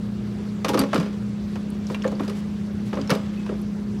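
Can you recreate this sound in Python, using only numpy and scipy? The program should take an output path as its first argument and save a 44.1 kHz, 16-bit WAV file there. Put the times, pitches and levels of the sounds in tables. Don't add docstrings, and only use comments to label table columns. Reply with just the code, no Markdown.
import sys
import numpy as np
from scipy import signal
from scipy.io import wavfile

SR = 44100
rng = np.random.default_rng(int(sys.argv[2]) if len(sys.argv) > 2 else 0)


def store_pcm(level_fs):
    pcm = np.round(np.clip(level_fs, -1, 1) * 32767).astype(np.int16)
    wavfile.write(sys.argv[1], SR, np.atleast_2d(pcm).T)


N = 176400
TIME_S = np.arange(N) / SR
EDGES_HZ = np.geomspace(22, 17000, 27)
CENTRES_HZ = np.sqrt(EDGES_HZ[1:] * EDGES_HZ[:-1])


def from_db(db):
    return 10 ** (np.asarray(db) / 20)


def unit_rms(x):
    return x / np.sqrt(np.mean(x ** 2) + 1e-20)


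def white():
    return rng.standard_normal(N)


def grains(per_s):
    return unit_rms((rng.random(N) < per_s / SR) * white())


def drift(rate_hz):
    step, settle = 40, 2000
    pole = np.exp(-2 * np.pi * rate_hz * step / SR)
    noise = rng.standard_normal(N // step + settle + 2)
    slow = signal.lfilter([1], [1, -2 * pole, pole * pole], noise)[settle:]
    return np.interp(np.arange(N) / step, np.arange(len(slow)), unit_rms(slow))


def clicks(start_s, gain):
    return np.bincount((np.asarray(start_s) * SR).astype(int), gain, N)[:N] + 1e-18


def decay_per_sample(t60_s):
    return np.exp(-np.log(1000) / (t60_s * SR))


def ring(hits, pitch_hz, t60_s):
    radius = decay_per_sample(t60_s)
    angle = 2 * np.pi * min(pitch_hz, SR / 2) / SR
    return signal.lfilter([0, np.sin(angle)], [1, -2 * radius * np.cos(angle), radius ** 2], hits)


def envelope(hits, t60_s):
    return np.sqrt(signal.lfilter([1], [1, -decay_per_sample(t60_s) ** 2], hits ** 2))


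def band(x, edges_hz):
    return unit_rms(signal.sosfilt(signal.butter(2, edges_hz, "band", fs=SR, output="sos"), x))


def bands(source):
    pair = source(), source()
    return [band(pair[k % 2], EDGES_HZ[k:k + 2]) for k in range(len(CENTRES_HZ))]


def band_gains(spectrum):
    freq_hz, level_db = np.transpose(spectrum)
    density = from_db(np.interp(np.log(CENTRES_HZ), np.log(freq_hz), level_db))
    rolloff = np.minimum(CENTRES_HZ / freq_hz[0], 1) ** 2
    gain = density * np.sqrt(CENTRES_HZ) * rolloff
    return gain / np.linalg.norm(gain)


def friction(spectrum, grains_per_s):
    grain_bands = bands(lambda: grains(grains_per_s))
    return sum(gain * noise for gain, noise in zip(band_gains(spectrum), grain_bands))


# pitch_hz, rms_db, waver_depth
MOTOR_TONES = [(58.3, -53.5, 0.7), (116.3, -42, 1), (175.6, -39, 0), (238.7, -46, 0), (349.8, -50, 0.57),
               (410.5, -52, 0.92), (1095, -67, 0.8)]


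def machine_hum(drone_hz=206.2, drone_db=-28.5, drone_waver=0.033):
    out = 0
    for pitch_hz, rms_db, waver_depth in [(drone_hz, drone_db, drone_waver)] + MOTOR_TONES:
        waver = 1 + waver_depth * (drift(1.2) + 1j * drift(3.2))
        tone = np.exp(2j * np.pi * (pitch_hz * TIME_S + rng.random()))
        out = out + from_db(rms_db) * unit_rms((waver * tone).real)
    return out


# freq_hz, relative_db
AIR_SPECTRUM = [(25, -20), (40, -25), (60, 0), (100, 2.5), (190, 2), (280, -4.5), (380, -6), (500, -11),
                (700, -19.5), (1300, -21.5), (2000, -26.5), (4500, -30.5), (7000, -37), (11000, -45.5),
                (16000, -54)]


def room_air(level_db=-35.5, flicker_db=1.82):
    return sum(gain * noise * from_db(level_db + flicker_db * drift(15))
               for gain, noise in zip(band_gains(AIR_SPECTRUM), bands(white)))


# time_s, level_db
RUNNER_LEVELS = [(0, -73), (.3, -53), (.6, -53), (.72, -62), (.85, -49), (.92, -42), (1.06, -44),
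                 (1.2, -58), (1.8, -54), (1.95, -53), (2.12, -49), (2.36, -47), (2.5, -59), (2.8, -56),
                 (3.0, -45.5), (3.4, -48.5), (3.6, -55), (4, -71)]
# freq_hz, relative_db
RUNNER_SPECTRUM = [(200, 4), (500, -3.5), (800, -9.5), (1300, -5.5), (3000, -9), (6000, -19), (16000, -43)]


def runners():
    level_db = np.interp(TIME_S, *np.transpose(RUNNER_LEVELS))
    return from_db(level_db) * friction(RUNNER_SPECTRUM, grains_per_s=1500)


# centre_s, sigma_s, level_db
SCUFF_SWELLS = [(.45, 0.1, -68), (1.54, 0.067, -60), (1.915, 0.027, -49), (2.245, 0.027, -53),
                (2.38, 0.021, -50), (2.875, 0.018, -49.5)]
# freq_hz, relative_db
SCUFF_SPECTRUM = [(1000, 3), (4000, 5.5), (8000, -1.5), (12000, -7.5), (16000, -18)]


def scuffs(flicker_db=1.5):
    swell = sum(from_db(level_db) * np.exp(-.5 * ((TIME_S - centre_s) / sigma_s) ** 2)
                for centre_s, sigma_s, level_db in SCUFF_SWELLS)
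    flicker = from_db(flicker_db * drift(60))
    return swell * flicker * friction(SCUFF_SPECTRUM, grains_per_s=2500)


CLACK_PIVOT_HZ = 1480
# freq_hz, relative_db
CLACK_SPECTRUM = [(300, -13.5), (550, 2), (720, -1), (950, 1.5), (1200, 5.5), (1700, -5), (2700, -4),
                  (3700, -8), (5200, -9.5), (7000, -19.5), (11000, -22.5), (16000, -37)]
# start_s, clack_db, tilt_db_per_octave, body_db, spot_hz
DRAWER_KNOCKS = [(.646, -17, 0, -23, 520), (0.683, -23, 2, -22.5, 300), (.690, -27, 5, -16, 960),
                 (.698, -27, 0, -20, 467), (.734, -28.5, 1.5, -22, 400), (0.743, -20.5, 0, -15.5, 533),
                 (.749, -28, -2, -18.5, 306), (.774, -21, -1, -21.5, 470), (0.781, -25, 0.5, -18, 200),
                 (.792, -23, -2, -21, 272), (.801, -26.5, 1.5, -17, 292), (0.813, -23.5, 0.5, -24, 490),
                 (.836, -28.5, -0.5, -20.5, 480), (0.9313, -16.5, -3.5, -27, 330),
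                 (0.944, -27.5, 4, -18, 328), (0.958, -20, -1.5, -20.5, 425), (.978, -29, 1, -15, 167),
                 (.999, -27, 0, -25, 456), (1.009, -38, 2, -35, 420), (1.029, -35, 0.5, -36, 300),
                 (1.059, -35, -3, -33.5, 440), (1.129, -41.5, 0, -42, 450), (1.556, -32, -2, -46, 480),
                 (1.9, -31, -2.5, -35, 480), (1.906, -42, -2, -26, 490), (1.946, -29.5, -.5, -40, 480),
                 (2.037, -37, -0.5, -46, 520), (2.045, -29, -4.5, -31, 540), (2.049, -35, -8, -17, 527),
                 (2.063, -32.5, -2, -34, 533), (2.077, -34.5, 1.5, -50, 560), (2.116, -40, 2, -40, 500),
                 (2.124, -41, -16, -33, 577), (2.196, -28, -3.5, -33, 380), (2.202, -31.5, -9.5, -22, 296),
                 (2.233, -37, 1, -33, 170), (2.279, -34.5, 1.5, -29, 400), (2.297, -32.5, 2, -29.5, 400),
                 (2.930, -28, -3.5, -24, 374), (2.940, -33, -1.5, -28, 474), (2.971, -29.5, -5.5, -26, 384),
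                 (2.986, -39, -11, -22.5, 287), (3.095, -20.5, -1, -19.5, 400), (3.103, -16, 2, -21, 576),
                 (3.111, -18.5, -2.5, -13.5, 165), (3.122, -25.5, -9, -19.5, 430),
                 (3.150, -32, 3, -24.5, 474), (3.199, -45, -4, -39, 201), (3.463, -34.5, -1.5, -46, 500),
                 (3.492, -31, -5.5, -25, 410), (3.518, -51, -20, -31.5, 600)]


def clacks(attack_s=0.00056, pivot_t60_s=0.052, tail_pivot_t60_s=0.32, tail_db=-14, chatter_db=-9.5):
    start_s, clack_db, tilt_db_per_octave, _, _ = np.transpose(DRAWER_KNOCKS)
    chatter_bands = bands(lambda: white() + from_db(chatter_db) * grains(per_s=500))
    gains = band_gains(CLACK_SPECTRUM)
    rise = np.exp(-1 / (attack_s * SR))
    out = 0
    for centre_hz, gain, chatter, tail_noise in zip(CENTRES_HZ, gains, chatter_bands, bands(white)):
        ratio = max(centre_hz / CLACK_PIVOT_HZ, .2)
        hits = clicks(start_s, gain * from_db(clack_db + tilt_db_per_octave * np.log2(ratio)))
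        decay = envelope(hits, pivot_t60_s / ratio ** 0.25)
        strike = signal.lfilter([1 - rise], [1, -rise], decay)
        tail = from_db(tail_db) * envelope(hits, tail_pivot_t60_s / ratio ** 0.27)
        out = out + chatter * strike + tail_noise * tail
    return out


def struck(modes, start_s, level_db, spot_hz, fade_db_per_octave, spread_db=1.5, scatter_s=.0006):
    out = 0
    for pitch_hz, relative_db, t60_s in modes:
        fade_db = fade_db_per_octave * np.abs(np.log2(pitch_hz / spot_hz))
        strength_db = level_db + relative_db - fade_db + spread_db * rng.standard_normal(len(start_s))
        lag_s = 0.76 / pitch_hz + scatter_s * rng.exponential(1, len(start_s))
        out = out + ring(clicks(start_s + lag_s, from_db(strength_db)), pitch_hz, t60_s)
    return out


# pitch_hz, relative_db, t60_s
PANEL_MODES = [(109, -2, 0.17), (161, 1.5, 0.09), (176.6, 0.5, 0.14), (245, -1.5, 0.098), (272, 0, 0.19),
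               (300.6, -2, 0.16), (381.4, -4, 0.11), (410.3, -2.5, 0.17), (465.3, -3.5, 0.11),
               (513.3, -1, 0.12), (559, -5.5, 0.19), (644, -9, 0.23), (681, -15, 0.12), (822.5, -7.5, 0.19),
               (863, -11.5, 0.18), (955, -8.5, 0.12)]
# pitch_hz, relative_db, t60_s
RAIL_MODES = [(1094, -21, .2), (1165, -12, 0.096), (1295, -28, 0.23), (1405, -29, 0.29), (1846, -17, 0.12),
              (2415, -25, 0.19), (2470, -24, 0.12), (2976, -24.5, 0.15), (2940, -21, 0.18),
              (3760, -32, 0.32), (4940, -26, 0.41), (5490, -52, 0.59)]


def sheet_metal(low_cut_hz=118):
    start_s, clack_db, _, body_db, spot_hz = np.transpose(DRAWER_KNOCKS)
    panels = struck(PANEL_MODES, start_s, body_db, spot_hz, fade_db_per_octave=15.5)
    rails = struck(RAIL_MODES, start_s, clack_db, CLACK_PIVOT_HZ, fade_db_per_octave=4.5)
    return signal.sosfilt(signal.butter(4, low_cut_hz, "high", fs=SR, output="sos"), panels + rails)


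def jangle(low_hz=2191, high_hz=11440, count=36, relative_db=-28.5, slope_db_per_octave=-5, spread_db=3):
    start_s, clack_db, tilt_db_per_octave, _, _ = np.transpose(DRAWER_KNOCKS)
    out = 0
    for pitch_hz in np.geomspace(low_hz, high_hz, count) * rng.uniform(1.0, 1.02, count):
        mode_db = relative_db + slope_db_per_octave * np.log2(pitch_hz / low_hz)
        knock_db = clack_db + tilt_db_per_octave * np.log2(pitch_hz / CLACK_PIVOT_HZ)
        strength = from_db(mode_db + knock_db + spread_db * rng.uniform(-1, 1, len(start_s)))
        polarity = rng.choice([-1, 1], len(start_s))
        out = out + ring(clicks(start_s, strength * polarity), pitch_hz, t60_s=0.097)
    return out


# pitch_hz, level_db, t60_s
TOOL_MODES = [(4652, -22.5, 0.07), (7700, -32, 0.05), (8600, -33, 0.054), (8700, -37, 0.063),
              (9100, -30, 0.041), (10080, -36, 0.043), (10230, -27, 0.036), (12900, -24, 0.036),
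              (12890, -43, 0.063)]


def clink(start_s=.792, snap_db=-23):
    ringing = sum((-1) ** k * ring(clicks([start_s], [from_db(level_db)]), pitch_hz, t60_s)
                  for k, (pitch_hz, level_db, t60_s) in enumerate(TOOL_MODES))
    snap = envelope(clicks([start_s], [from_db(snap_db)]), t60_s=0.022)
    return ringing + snap * band(white(), edges_hz=[4000, 11000])


# start_s, level_db, pitch_hz, t60_s
PART_TICKS = [(1.703, -43.5, 9500, 0.011), (1.869, -35, 5240, .02), (1.946, -32, 2750, 0.076),
              (1.946, -31.5, 2370, 0.054), (2.023, -36, 5400, 0.026), (2.021, -33, 2860, 0.022),
              (2.044, -28, 1774, 0.077), (2.077, -39, 6950, 0.04), (2.152, -43.5, 4600, .05),
              (2.208, -50, 11100, 0.034), (2.279, -37.5, 4900, 0.063), (2.954, -44, 5700, 0.023),
              (3.0143, -34, 4870, 0.032), (3.0148, -36, 3200, 0.022), (3.075, -39, 5320, 0.065),
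              (3.137, -42, 7650, .04), (3.150, -43, 11500, .025), (3.374, -44, 2570, .25),
              (3.616, -47.5, 11200, .025)]


def ticks(grit_db=-3, edge_ratio=1.23):
    contact = white()
    out = 0
    for start_s, level_db, pitch_hz, t60_s in PART_TICKS:
        hit = clicks([start_s], [from_db(level_db)])
        edges_hz = [pitch_hz / edge_ratio, min(pitch_hz * edge_ratio, .45 * SR)]
        grit = band(contact, edges_hz) * envelope(hit, t60_s=0.023)
        out = out + ring(hit, pitch_hz, t60_s) + from_db(grit_db) * grit
    return out


def scene():
    workshop = machine_hum() + room_air()
    drawer = runners() + scuffs() + clacks() + sheet_metal()
    tools = jangle() + clink() + ticks()
    return (workshop + drawer + tools)[None]


def record(dry):
    cutoff_hz = 15900
    return signal.sosfilt(signal.ellip(10, .1, 80, cutoff_hz, fs=SR, output="sos"), dry)


dry = scene()
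out = record(dry)
store_pcm(out)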